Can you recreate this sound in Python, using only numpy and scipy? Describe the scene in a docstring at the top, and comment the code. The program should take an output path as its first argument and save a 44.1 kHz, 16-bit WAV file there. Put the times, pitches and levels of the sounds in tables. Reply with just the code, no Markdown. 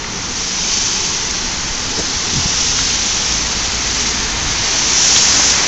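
"""A wet city street from the pavement, one microphone facing the cars: traffic rumbles far down the road throughout.
Two tyre passes hiss by in the first second, a broader one at 2.7 s; a distant engine drones and recedes.
From 4 s the passes crowd together; the nearest car is alongside at about 5.1 s, its roar and engine rising.
Spray is coloured noise and droplets whose level follows distance; tread and city are noise, engines are sines.
Now and then wind nudges the microphone (short low swells) and grit ticks (short bursts in one band)."""
import sys
import numpy as np
from scipy import signal
from scipy.fft import rfft, irfft, next_fast_len
from scipy.io import wavfile
from scipy.ndimage import map_coordinates

SR = 44100
rng = np.random.default_rng(int(sys.argv[2]) if len(sys.argv) > 2 else 0)


def wav_record(signal):
    """Record a signal, one row per channel, as 16-bit PCM in the file named by sys.argv[1]."""
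    frames = np.transpose(np.atleast_2d(signal))
    bounded = np.clip(frames, -1, 1)
    # unit amplitude maps onto the largest positive 16-bit level
    quanta = np.round(bounded * 32767).astype(np.int16)
    wavfile.write(sys.argv[1], SR, quanta)


N = 250387
TIME = np.arange(N) / SR  # s

# spectrum of traffic far down the street: f/Hz, relative level/dB
CITY_SPECTRUM = [(10, -2.5), (25, 0), (45, -1.5), (80, -3.5), (130, -6.5), (240, -5.5), (330, -8.5),
                 (450, -10.5), (620, -20), (730, -13), (870, -8.5), (1100, -13), (1500, -14.5),
                 (3000, -24.5), (8000, -47.5)]
# engine of the approaching car, gently speeding up: t/s, mean firing rate f/Hz, mean level/dB
NEAR_ENGINE = [(0, 50, -60.5), (3.2, 54.68, -37), (3.35, 55.03, -29.5), (4.5, 57.93, -33.5),
               (4.9, 61.4, -40), (5.45, 63, -31.5), (5.68, 65, -42)]
# harmonics of its firing rate: multiple, relative level/dB
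FIRING_ORDERS = [(1, 1.5), (2, -14.5), (3, -16.5), (4, -13)]
# wind buffets at the microphone: t/s of the middle, level/dB, half length/s, upper edge f/Hz
WIND_BUFFETS = [(1.31, -42, 0.031, 59), (1.78, -28, 0.089, 35), (1.902, -29.5, 0.047, 333),
                (1.996, -19.5, 0.015, 437), (2.162, -22.5, .014, 130), (2.374, -18, 0.026, 190),
                (2.46, -13, 0.0048, 200), (2.834, -28.5, 0.079, 140), (4.472, -24, 0.054, 150),
                (4.62, -26, 0.023, 100)]
# grit and splashes under the tyres: t/s of the start, level/dB, centre f/Hz, width f/Hz, rise/s
GRIT_TICKS = [(0.043, -20, 2100, 900, 0.0013), (1.308, -16, 5900, 1200, 0.002),
              (1.984, -21, 5600, 1790, 0.0088), (2.79, -14, 1630, 450, 0.00085),
              (2.837, -15, 5400, 2000, 0.0011), (4.737, -25, 350, 350, 0.0015),
              (5.161, -10, 3900, 2870, 0.0026), (5.394, -16, 730, 476, 0.0027),
              (5.495, -16.5, 4780, 2980, .006)]
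# tread roar as the nearest car draws level: t/s, level/dB before the trim in tread()
TREAD_LEVEL = [(0, -29), (3.7, -24.5), (5.0, -21.5), (5.35, -19), (5.68, -18.5)]
# spectrum of tread on asphalt: f/Hz, relative level/dB
TREAD_SPECTRUM = [(25, -17), (70, -3.5), (130, 0), (280, 1), (550, -1.5), (900, 0.5), (1400, 1.5),
                  (2100, 4), (3000, -1.5), (4500, -0.5), (7000, -18), (8000, -19)]
# tyres passing through water: t/s when loudest, level/dB before the trim in spray(),
# approach/s, retreat/s, lift of the lower hiss/dB when level with the microphone
TYRE_PASSES = [(0.47, -20.5, 0.21, 0.13, -2.5), (0.75, -15.5, 0.16, .46, -0.1),
               (2.74, -14.5, 0.56, 0.82, -0.24), (4.021, -17.5, 0.12, 0.15, .8), (4.71, -19.5, .16, .12, 4),
               (5.11, -9.5, 0.21, 0.4, -2), (5.49, -13, 0.12, .04, -7.5)]
# spectrum of spray before the lifts in spray(): f/Hz, relative level/dB
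SPRAY_SPECTRUM = [(500, -34), (1500, -23.5), (2400, -11.5), (3100, -7), (3900, -7.5), (4500, -5.5),
                  (5100, -4), (5600, -0.85), (5950, 0), (6400, -2), (6800, -6), (7300, -10), (7700, -21.5),
                  (8100, -36)]


def amp(db):
    """Decibels to gain."""
    return 10 ** (np.asarray(db) / 20)


def unit(x):
    """Scales to rms 1."""
    return x / np.sqrt(np.mean(x ** 2) + 1e-20)


def follow(rows):
    """The columns of a curve table at every sample."""
    t, *columns = np.transpose(rows)
    return [np.interp(TIME, t, column) for column in columns]


def colour(x, spectrum):
    """Filters by a spectrum drawn on a log-frequency axis, to rms 1."""
    hz, db = np.transpose(spectrum)
    size = next_fast_len(N)
    bins_hz = np.fft.rfftfreq(size, 1 / SR)
    gain = amp(np.interp(np.log(bins_hz + 1), np.log(hz), db))  # + 1 avoids log(0)
    return unit(irfft(rfft(x, size) * gain, size)[:N])


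def below(x, hz):
    """The part of a sound under a frequency, without delay."""
    return signal.sosfiltfilt(signal.butter(4, hz, fs=SR, output="sos"), x)


def wander(rate):
    """Smooth chance of rms 1, with rate random knots a second."""
    knots = rng.standard_normal(4096)
    return unit(map_coordinates(knots, [TIME * rate], order=3, mode="wrap"))


def patchy(x, depth_db, size, frame):
    """Lets patches of size (bins, frames) swell and fade on their own; frame is in samples."""
    overlap = frame * 3 // 4
    z = signal.stft(x, nperseg=frame, noverlap=overlap)[2]
    blur = np.outer(np.hanning(size[0]), np.hanning(size[1]))
    patches = unit(signal.fftconvolve(rng.standard_normal(z.shape), blur, "same"))
    varied = signal.istft(z * amp(depth_db * patches), nperseg=frame, noverlap=overlap)[1]
    return unit(varied[:N])


def city(start_db=-28, growth_db=1, unrest_db=2.16):
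    """Traffic far down the street: an uneven rumble that slowly builds, with a hump of distant tyres."""
    din = patchy(rng.standard_normal(N), unrest_db, size=(4, 24), frame=4096)
    return amp(start_db + growth_db * TIME / TIME[-1]) * colour(din, CITY_SPECTRUM)


def far_engine(hz=185.5, start_db=-39, fade_db_per_s=2.8, waver=0.0085, throb_db=1.5):
    """A farther engine's thin drone: one sine of wavering pitch that slowly recedes."""
    turns = np.cumsum(hz * (1 + waver * wander(rate=12))) / SR
    drone = unit(np.sin(2 * np.pi * turns))
    level_db = start_db - fade_db_per_s * TIME
    return drone * amp(level_db + throb_db * wander(rate=8.5))


def near_engine(waver=0.0249, throb_db=2.5):
    """The near car's low firing orders: sines at multiples of an unsteady firing rate."""
    hz, level_db = follow(NEAR_ENGINE)
    turns = np.cumsum(hz * (1 + waver * wander(rate=14))) / SR
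    hum = np.zeros(N)
    for multiple, order_db in FIRING_ORDERS:
        hum += amp(order_db) * np.sin(2 * np.pi * multiple * (turns + rng.random()))
    return unit(hum) * amp(level_db + throb_db * wander(rate=24))


def wind():
    """Each eddy at the microphone is a short swell of low turbulence."""
    out = np.zeros(N)
    for t, db, half, top_hz in WIND_BUFFETS:
        swell = np.exp(-0.5 * ((TIME - t) / half) ** 2)
        band = signal.butter(3, [12, top_hz], "band", fs=SR, output="sos")
        eddy = swell * signal.sosfilt(band, rng.standard_normal(N))
        out += amp(db) * eddy * np.linalg.norm(swell) / np.linalg.norm(eddy)
    return out


def ticks():
    """Each grit tick is a burst in one band that swells and dies at once."""
    out = np.zeros(N)
    t = np.arange(4096) / SR
    bins_hz = np.fft.rfftfreq(len(t), 1 / SR)
    for start, db, hz, width, rise in GRIT_TICKS:
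        envelope = t / rise * np.exp(1 - t / rise)
        band = np.exp(-((bins_hz - hz) / width) ** 2)
        burst = envelope * irfft(rfft(rng.standard_normal(len(t))) * band)
        burst *= amp(db) * np.linalg.norm(envelope) / np.linalg.norm(burst)
        part = out[round(start * SR):][:len(t)]  # a view, cut at the end of the scene
        part += burst[:len(part)]
    return out


def tread(trim_db=-0.68):
    """Tread blocks slap the asphalt in a broad roar that grows as a car nears."""
    roar = patchy(rng.standard_normal(N), depth_db=0.77, size=(7, 24), frame=2048)
    near_db, = follow(TREAD_LEVEL)
    return amp(near_db + trim_db) * colour(roar, TREAD_SPECTRUM)


def passing(falloff=1.24, far_db=-29.5, trail_lift_db=0.5):
    """Passes swell and fade with distance: level of all spray/dB and lift of its lower hiss/dB."""
    t, db, approach, retreat, lift_db = np.transpose(TYRE_PASSES)[:, :, None]
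    along = (TIME - t) / np.where(TIME < t, approach, retreat)  # relative place along the street
    power = amp(db) ** 2 / (1 + along ** 2) ** falloff
    total = power.sum(0) + amp(far_db) ** 2  # with the steady hiss of cars farther off
    coarse_db = lift_db + trail_lift_db * np.tanh(along)  # thin ahead of a car, coarser behind it
    return 10 * np.log10(total), (power * coarse_db).sum(0) / total


def droplets(drops_per_s=2500, spread_db=2.5):
    """Scattered droplets: single-sample clicks of random sign and size, to rms 1."""
    sizes = amp(spread_db * np.minimum(rng.exponential(1, N), 5)) * rng.choice([-1, 1], N)
    return unit(sizes * (rng.random(N) < drops_per_s / SR))


def spray(trim_db=-2.0, drop_share=0.13, flutter_db=0.4, coarse_hz=4700, fine_hz=6600, brighten=0.29):
    """Fine mist (noise) and larger droplets leave the treads in uneven sheets."""
    mist = rng.standard_normal(N)
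    water = np.sqrt(drop_share) * droplets() + np.sqrt(1 - drop_share) * mist  # shares of power
    water = patchy(water, depth_db=0.7, size=(14, 9), frame=256)  # brief sheets of water
    water = patchy(water, depth_db=1.24, size=(7, 52), frame=2048)  # shifting echoes off car bodies
    hiss = colour(water, SPRAY_SPECTRUM)
    near_db, lift_db = passing()
    coarse = (amp(lift_db) - 1) * below(hiss, coarse_hz)
    top_db = brighten * (near_db - near_db.mean())  # near spray keeps its top
    fine = (amp(top_db) - 1) * (hiss - below(hiss, fine_hz))
    level_db = near_db + trim_db + flutter_db * wander(rate=60)
    return amp(level_db) * unit(hiss + coarse + fine)


def scene():
    """The whole street at one point, alike in both channels."""
    background = city() + far_engine() + near_engine() + wind() + ticks()
    street = background + tread() + spray()
    return np.array([street, street])


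def record(dry, edge_hz=8050):
    """A narrow-band recorder: clips at full scale, then cuts the treble above the edge."""
    lowpass = signal.firwin(401, edge_hz, window=("kaiser", 9), fs=SR)
    return signal.oaconvolve(np.clip(dry, -1, 1), lowpass[None], "same")


dry = scene()
out = record(dry)
wav_record(out)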